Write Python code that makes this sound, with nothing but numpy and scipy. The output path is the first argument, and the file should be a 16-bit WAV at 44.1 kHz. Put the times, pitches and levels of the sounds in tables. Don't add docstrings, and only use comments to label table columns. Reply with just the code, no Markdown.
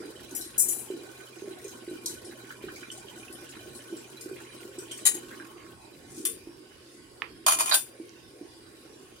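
import sys
import numpy as np
from scipy import signal
from scipy.fft import rfft, irfft, next_fast_len
from scipy.io import wavfile
from scipy.ndimage import uniform_filter1d, map_coordinates

SR = 44100
rng = np.random.default_rng(int(sys.argv[2]) if len(sys.argv) > 2 else 0)


def to_wav(s):
    ch = np.atleast_2d(s).T
    pcm = np.round(np.clip(ch, -1, 1) * 32767)
    wavfile.write(sys.argv[1], SR, pcm.astype(np.int16))


N = 405719

# (pitch [Hz], level [dB])
FORK = [(5816, -10.5), (7953, -10), (8430, -3), (9017, 2), (9342, 0), (9983, -6), (10214, -7), (10475, 2.5),
        (11872, -1), (12311, -8), (12798, -5), (13995, 1.5)]
SPOON = [(1790, -17), (2613, -20.5), (2820, -19), (3536, -6), (5776, -15.5), (6861, -7.5), (7980, -17),
         (8422, -4), (9345, 2.5), (10240, -10), (10440, -13), (12460, -1), (12927, -21), (14195, -14)]
TEA_SPOON = [(4990, -12), (5805, -8), (9959, -2), (10222, -3), (11894, -7), (12817, 0)]
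STEEL_DISH = [(1900, -13), (3040, -8.5), (3890, -10), (6715, -4.5), (7495, -1), (7815, -16), (9350, -0.5),
              (9883, -7), (10256, -6), (11960, -7)]
GLASS_BOWL = [(654, -14), (1055, -4.5), (1170, -7), (2430, -6), (4480, -12.5), (6878, -2), (8430, -3),
              (9028, -3.5), (9366, -7), (9830, 0), (10480, -4)]
BOWL_FOOT = [(1039, -13), (1560, -2), (3908, -5), (4486, -4), (4710, -4.5)]
KNIFE = [(4030, 0), (5450, -2)]
# (frequency [Hz], level [dB per Hz])
FORK_CROWD = [(5000, -14.5), (6200, -4), (6900, 3), (9500, -2), (13000, -5.5), (15800, -9)]
SPOON_CROWD = [(1000, -19), (3450, -10.5), (4240, -14), (5650, -6.5), (8160, -4), (15500, -7)]
STEEL_DISH_CROWD = [(700, -17), (1850, -12.5), (5500, -10), (7200, -6), (12500, -9), (15800, -18)]
GLASS_BOWL_CROWD = [(560, -7), (1200, 3), (2300, -5), (5700, -6), (6800, -0.5), (7600, -12), (8300, -2.5),
                    (10500, -5), (11200, -7), (12000, -4), (15800, -14)]
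BOWL_FOOT_CROWD = [(550, -7), (1400, -10), (2700, -19.5), (4400, -4), (6000, -33)]
KNIFE_CROWD = [(2800, -20), (4000, -2), (9500, 4.5), (12000, -2), (13500, -21)]
# (frequency [Hz], level [dB per Hz])
HISS = [(1500, -27), (4000, -8), (6500, 0.5), (9500, 0), (12000, -9.5), (15500, -19)]
TOP_HZ = 16000
BLUR_HZ = 87


def amp(db):
    return 10 ** (np.asarray(db) / 20)


def unit(x):
    return x / np.sqrt(np.mean(x ** 2) + 1e-20)


def along(points, hz):
    point_hz, value = np.transpose(points)
    return np.interp(np.log(hz + 1), np.log(point_hz + 1), value)


def wobble(rate):
    knots = rng.standard_normal(int(N * rate / SR) + 4)
    return map_coordinates(knots, [np.arange(N) * rate / SR])


def filtered(x, response):
    n = x.shape[-1]
    padded = next_fast_len(n + SR // 5)
    f = np.fft.rfftfreq(padded, 1 / SR)
    return irfft(rfft(x, padded) * response(f), padded)[..., :n]


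def resonances(modes, f):
    total = 0
    for k, (hz, width, db) in enumerate(sorted(modes)):
        total = total + (-1) ** k * amp(db) * 1j * f * width / (hz * hz - f * f + 1j * f * width)
    return total


def coloured(x, spectrum):
    return unit(filtered(x, lambda f: amp(along(spectrum, f))))


def noise():
    # (frequency [Hz], correlation [-1 to 1])
    likeness = [(60, 0.6), (130, 0.76), (300, 1), (640, 0.04), (1400, -0.15), (3000, 0)]

    def shares(f):
        turn = np.arccos(np.clip(along(likeness, f), -1, 1)) / 2
        return np.array([np.cos(turn), np.sin(turn)])
    mid, side = filtered(rng.standard_normal((2, N)), shares)
    return np.array([mid + side, mid - side])


def pan(db):
    return amp([[db / 2], [-db / 2]])


def fade(t, rise, t60):
    return (1 - np.exp(-t / max(rise, 1e-5))) * np.exp(-np.log(1000) * t / t60)


def add(track, s, sound):
    part = track[:, round(s * SR):][:, :sound.shape[-1]]
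    part += sound[..., :part.shape[-1]]


def kitchen(x, wet_db, t60):
    t = np.arange(SR // 2) / SR
    tail = rng.standard_normal((2, len(t))) * fade(t, 0.0004, t60)
    echo = signal.fftconvolve(x, tail / np.linalg.norm(tail[0]), axes=1)[:, :N]
    return x + amp(wet_db) * echo


def bursts(rate, spread_db, t60):
    draws = rng.random((int(rate * N / SR), 2))
    starts = (draws[:, 0] * N).astype(int)
    power = np.bincount(starts, amp(spread_db * draws[:, 1]) ** 2, N)
    shape = fade(np.arange(SR // 4) / SR, 0.00044, t60) ** 2
    return unit(np.sqrt(np.abs(signal.fftconvolve(power, shape)[:N])))


def patchy(x, depth_db, size):
    z = signal.stft(x, nperseg=512)[2]
    field = rng.standard_normal(z.shape[1:])
    field = uniform_filter1d(field, size[0], 0)
    field = uniform_filter1d(field, size[1], 1)
    return signal.istft(z * amp(depth_db * unit(field)), nperseg=512)[1][:, :N]


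def microphone_nearness():
    # (time [s], level [dB])
    path = [(0, 0), (5.3, 0.5), (5.7, -6.5), (7, -12), (9.2, -9.5)]
    s, db = np.transpose(path)
    return amp(np.interp(np.arange(N) / SR, s, db))


def glugs(near):
    # (time [s], level [dB], pitch [Hz])
    big_bubbles = [(0.324, -34.5, 303), (0.46, -39.5, 335), (0.902, -27, 381), (0.937, -34, 340),
                   (1.421, -31.5, 382), (1.476, -32, 367), (1.647, -33.5, 408), (1.877, -30.5, 353),
                   (1.913, -28.5, 347), (2.28, -39.5, 334), (2.639, -30.5, 378), (3.925, -29, 347),
                   (4.259, -31.5, 347), (4.312, -30, 365.5), (4.651, -34, 360), (4.781, -32, 353),
                   (5.15, -33.5, 339), (5.231, -38, 345), (5.402, -38, 327), (6.175, -35.5, 327),
                   (6.471, -34.5, 337), (7.999, -33, 331), (8.411, -33, 324)]
    # (pitch [Hz], width [Hz], level [dB])
    lid_low = [(332, 16.7, 2), (377, 45, -2.5), (500, 29, -12.5), (604, 15, -16), (242, 54.4, -8.5)]
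    throb_s, throb_loss_db, throb_scatter = 0.016, 5.5, 0.1
    churn_db, churn_falloff = -51.5, 0.74
    out, t = np.zeros((2, N)), np.arange(SR // 5) / SR
    for s, db, hz in big_bubbles:
        for k, (late, detune) in enumerate(rng.uniform(-1.06, 1, (3, 2))):
            pitch = hz * (1 + k * throb_scatter * detune)
            throb = fade(t, 0.0016, 0.06) * np.sin(2 * np.pi * pitch * t)
            start = s + k * throb_s * (1 + 0.305 * late)
            add(out, start, amp(db + 4.5 - k * throb_loss_db) * throb)
    gusts = noise() * bursts(rate=90, spread_db=13.5, t60=0.039)
    churn = unit(filtered(gusts, lambda f: resonances(lid_low, f)))
    return kitchen(out, wet_db=-8.5, t60=0.67) + amp(churn_db) * near ** churn_falloff * churn


def blips(near):
    out, t = np.zeros((2, N)), np.arange(SR // 12) / SR
    for when, smallness, strength, side in rng.random((int(120 * N / SR), 4)):
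        hz = 430 * 9 ** smallness
        phase = 2 * np.pi * hz * (t + 2 * t ** 2)
        level = amp(-56.5 + 10 * strength ** 2 - 1.6 * smallness)
        blip = fade(t, 0.0013, 36 / hz) * np.sin(phase)
        add(out, when * N / SR, level * pan(8 * (side - .5)) * blip)
    return near * kitchen(out, wet_db=0.0, t60=0.21)


def foam(near):
    patch_rate, patch_s, foam_db = 26, .035, -51.5
    low_hz, span_hz = 1540, 2400
    out, t = np.zeros((2, N)), np.arange(SR // 50) / SR
    patches = rng.random((int(patch_rate * N / SR), 4))
    patch_bubbles = rng.random(size=(len(patches), 12, 3))
    for (when, smallness, strength, side), bubbles in zip(patches, patch_bubbles):
        for late, detune, faintness in bubbles:
            hz = (low_hz + span_hz * smallness) * (1 + .5 * (detune - .5))
            level = amp(foam_db + 12.7 * strength ** 2 - 14.8 * faintness)
            snap = fade(t, 0.00014, 16 / hz) * np.sin(2 * np.pi * hz * t)
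            add(out, when * N / SR + patch_s * late, level * pan(10 * (side - .5)) * snap)
    return near * kitchen(out, wet_db=1, t60=0.067)


def pops(near):
    # (time [s], level [dB], pitch [Hz])
    small_bubbles = [(2.505, -31.5, 1535), (2.683, -35.5, 1540), (2.762, -39.5, 2330), (2.8284, -36, 1560),
                     (2.831, -39, 2400), (2.9016, -30.5, 3040), (3.082, -39, 3110), (3.231, -41, 2450),
                     (3.281, -40.5, 2620), (4.9116, -34, 3140), (5.308, -39.5, 1530), (5.3989, -35.5, 1580)]
    # (pitch [Hz], width [Hz], level [dB])
    lid_high = [(1505, 27, -2), (1823, 105, -10), (2400, 27, -4.5), (3040, 100, -3), (3980, 45, -4)]
    out, t = np.zeros((2, N)), np.arange(SR // 6) / SR
    for s, db, hz in small_bubbles:
        puff = rng.standard_normal((2, len(t))) * (fade(t, 0, 0.0083) + 1.1 * fade(t, 0, 0.14))
        ring = filtered(puff, lambda f: resonances([(hz, 140, 0)], f) * resonances([(hz, 900, 0)], f))
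        add(out, s, amp(db + 0.5) * ring / np.abs(ring).max())
    for hz, width, db in lid_high:
        puffs = noise() * bursts(rate=36, spread_db=13.5, t60=0.12)
        ring = unit(filtered(puffs, lambda f: resonances([(hz, width, 0)], f)))
        out += amp(-59.5 + db) * near * ring
    return out


def sizzle(near):
    # (time [s], level [dB])
    spits = [(0.309, -33), (0.449, -32.5), (1.643, -34.5), (1.6795, -32), (2.246, -36), (2.758, -35.5),
             (2.914, -33.5), (2.974, -36.5), (3.184, -39.5), (3.325, -34), (3.49, -36.5), (3.749, -32),
             (3.968, -36), (4.209, -29.5), (4.786, -29), (4.9118, -26.5), (4.975, -32)]
    # (frequency [Hz], level [dB per Hz])
    fizz_spectrum = [(290, -29), (500, -15.5), (737, -11.5), (1290, -14), (1490, 0), (2130, -42),
                     (2390, -20), (4440, -14.5), (9650, -14.5), (15500, -20)]
    steam = coloured(patchy(noise(), depth_db=4, size=(12, 14)), HISS)
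    tiny_bubbles = noise() * bursts(rate=150, spread_db=23, t60=0.1)
    fizz = coloured(patchy(tiny_bubbles, depth_db=3, size=(9, 7)), fizz_spectrum)
    out, t = np.zeros((2, N)), np.arange(SR // 5) / SR
    for s, db in spits:
        hiss = coloured(rng.standard_normal((2, len(t))), HISS)
        add(out, s, amp(db - 14.5) * hiss * fade(t, 0.00069, 0.25))
    return patchy(out, depth_db=6, size=(6, 20)) + near * (amp(-57) * fizz + amp(-61) * steam)


def utensil(modes, crowd, clear_db, t60, t, count=90):
    clear_hz, mode_db = np.transpose(modes)
    clear = amp(clear_db) * amp(mode_db) / np.linalg.norm(amp(mode_db))
    crowd_hz = np.linspace(crowd[0][0], crowd[-1][0], count) + rng.uniform(-70, 70, count)
    weak = amp(along(crowd, crowd_hz) + rng.uniform(-6, 6, count))
    weak = weak / np.linalg.norm(weak)
    hz = np.r_[clear_hz, crowd_hz]
    grid = np.arange(0, SR // 2, 10)
    band_shapes = (1 + ((grid - hz[:, None]) / BLUR_HZ) ** 2) ** -2
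    power = np.r_[amp(-4) * clear, weak] ** 2 @ band_shapes
    partials = np.exp((2j * np.pi * hz[:, None] - np.log(1000) / t60) * t)
    return hz, np.r_[clear, amp(-7) * weak], partials, (grid, np.sqrt(power))


def clinks():
    # (time [s], level [dB], utensil)
    contacts = [(.349, -34.5, "teaspoon"), (.361, -34, "teaspoon"), (.411, -41, "knife"),
                (.579, -21, "fork"), (0.594, -20, "fork"), (.683, -26.5, "fork"), (.703, -29.5, "fork"),
                (.783, -37, "fork"), (2.059, -33, "knife"), (5.052, -19.5, "dish"), (5.063, -17, "dish"),
                (5.14, -35, "dish"), (6.2515, -25.5, "spoon"), (6.289, -42, "spoon"),
                (7.4633, -19.5, "glass"), (7.481, -20.5, "glass"), (7.508, -26.5, "glass"),
                (7.52, -24, "glass"), (7.531, -27, "glass"), (7.586, -29, "glass"), (7.596, -26, "glass"),
                (7.606, -25, "glass"), (7.658, -29, "glass"), (7.679, -32, "glass"), (7.693, -28, "glass"),
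                (7.712, -25, "foot"), (7.721, -25, "foot"), (7.726, -28.5, "glass"), (7.733, -26.5, "foot"),
                (7.741, -20, "spoon"), (7.744, -29.5, "foot")]
    utensils = {"fork": (FORK, FORK_CROWD, 0, -4, 0.0041, 0.29, 4),
                "teaspoon": (TEA_SPOON, FORK_CROWD, -1, -1, 0.0017, 0.2, 3.9),
                "dish": (STEEL_DISH, STEEL_DISH_CROWD, 0.56, -1, 0.0036, 0.17, 3.7),
                "spoon": (SPOON, SPOON_CROWD, 1, -1, 0.00056, 0.22, 2.3),
                "glass": (GLASS_BOWL, GLASS_BOWL_CROWD, 0, -0.8, 0.001, 0.19, -2),
                "foot": (BOWL_FOOT, BOWL_FOOT_CROWD, 0.5, 0, 0.00092, 0.13, -4.5),
                "knife": (KNIFE, KNIFE_CROWD, -11, 0.0087, 0.00037, 0.29, 0)}
    low_below_hz, low_t60_s = 1600, 0.16
    port_lag_s, phase_scatter_rad = 0.000385, 0.67
    knock_db, knock_s = 3.5, 0.0029
    out, t = np.zeros((2, N)), np.arange(SR // 3) / SR
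    chatter = bursts(rate=650, spread_db=14, t60=0.063)
    knock = amp(knock_db * np.exp(-t / knock_s))
    for name, (modes, crowd, clear_db, blur_db, rise, t60, side_db) in utensils.items():
        hz, size, partials, bands = utensil(modes, crowd, clear_db, t60, t)
        for s, db in [(s, db) for s, db, which in contacts if which == name]:
            spot_db = rng.uniform(-4, 4, 36)
            spot_hz = np.linspace(0, TOP_HZ, len(spot_db))
            colour = lambda f: (f > 560) * amp(np.interp(f, spot_hz, spot_db))
            strength = size * colour(hz) * amp(2 * rng.standard_normal((2, len(hz))))
            strength = np.sqrt(2) * strength / np.linalg.norm(strength, axis=1, keepdims=True)
            phase = 2 * np.pi * (rng.random(len(hz)) - np.outer([port_lag_s, 0], hz))
            phase = phase + phase_scatter_rad * rng.standard_normal(phase.shape)
            ring = ((strength * np.exp(1j * phase)) @ partials).real
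            rattle = rng.standard_normal((2, len(t))) * chatter[round(s * SR):][:len(t)]
            blur = unit(filtered(rattle, lambda f: np.interp(f, *bands) * colour(f)))
            low = filtered(blur, lambda f: f < low_below_hz)
            blur = low * fade(t, rise, low_t60_s) + (blur - low) * fade(t, rise, t60)
            sound = ring * fade(t, rise, np.inf) + amp(blur_db) * blur
            add(out, s, amp(db) * pan(side_db) * knock * sound)
    return out


def scrapes():
    # (middle [s], half length [s], level [dB])
    slides = [(6.125, 0.033, -55), (6.196, 0.051, -47), (6.96, 0.036, -60.5)]
    grit = noise() * bursts(rate=1600, spread_db=10, t60=0.026)
    spoon_bands = [(hz, BLUR_HZ, db) for hz, db in SPOON]
    steel = unit(filtered(grit, lambda f: resonances(spoon_bands, f)))
    time = np.arange(N) / SR
    stroke = sum(amp(db) * np.exp(-((time - s) / half) ** 2) for s, half, db in slides)
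    return stroke * (coloured(grit, HISS) + amp(-13) * steel)


def ticks():
    # (time [s], level [dB], pitch [Hz], width [Hz], left-right difference [dB])
    sharp_ticks = [(2.063, -19, 5500, 4600, -4), (4.2098, -36, 6000, 6000, 3), (5.0648, -13, 7860, 7000, 4),
                   (7.22, -16, 2140, 2270, -5), (7.2212, -28, 1160, 900, -12),
                   (8.094, -37.5, 5500, 3970, -7)]
    out, impulse = np.zeros((2, N)), signal.unit_impulse(SR // 50)
    for s, db, hz, width, side_db in sharp_ticks:
        tick = filtered(impulse, lambda f: resonances([(hz, width, 0)], f) ** 4)
        add(out, s, amp(db) * pan(side_db) * tick / np.abs(tick).max())
    return kitchen(out, wet_db=-6, t60=.2)


def cooktop(near):
    # (frequency [Hz], level [dB per Hz])
    fan_spectrum = [(25, -12), (85, -3.5), (192, -9.5), (341, 3), (673, -15.5), (3880, -21), (4310, -23.5),
                    (4660, -15.5), (5590, -22), (6050, -24), (6720, -26.5), (9430, -23.5), (15500, -39.5)]
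    vent_at_s, vent_half_s, vent_db, vent_pan_db = 5.46, 0.21, 4, -16

    def tone(hz, drift_hz, rate):
        turns = np.cumsum(hz + drift_hz * wobble(rate)) / SR
        return np.sqrt(2) * np.sin(2 * np.pi * turns)
    crossing = np.exp(-((np.arange(N) / SR - vent_at_s) / vent_half_s) ** 2)
    vent = amp(vent_pan_db) * near + amp(vent_db) * crossing
    air = amp(-51.5) * coloured(patchy(noise(), depth_db=4.5, size=(3, 24)), fan_spectrum)
    hum = amp(-70.5 + 7.9 * near + 0.73 * wobble(10)) * tone(hz=125.0, drift_hz=4.97, rate=25)
    whine = amp(-63 + 1.6 * wobble(8)) * vent ** 0.42 * tone(hz=1090.0, drift_hz=4.12, rate=30)
    draught_spectrum = [(600, -23), (1100, 5), (1450, -7), (2500, -24.0), (5000, -40.0)]
    draught = amp(-62.0) * vent * coloured(noise(), draught_spectrum)
    return air + hum + whine + draught


def scene():
    near = microphone_nearness()
    boil = glugs(near) + blips(near) + foam(near) + pops(near) + sizzle(near)
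    return boil + clinks() + scrapes() + ticks() + cooktop(near)


def record(dry):
    # (frequency [Hz], left-right difference [dB])
    ports = [(60, -4), (120, -2.5), (380, -2.5), (800, -6), (1400, -3), (2400, -5.5), (4400, -2),
             (6500, -2), (9000, 9.5), (12000, 6), (15000, -6.5)]

    def response(f):
        port_gains = amp(np.outer([.5, -.5], along(ports, f)))
        low_cut = (1j * f / (1j * f + 30)) ** 3
        top_cut = np.clip((TOP_HZ - f) / 400 + .5, 0, 1)
        return port_gains * low_cut * top_cut
    return filtered(dry, response)


dry = scene()
out = record(dry)
to_wav(out)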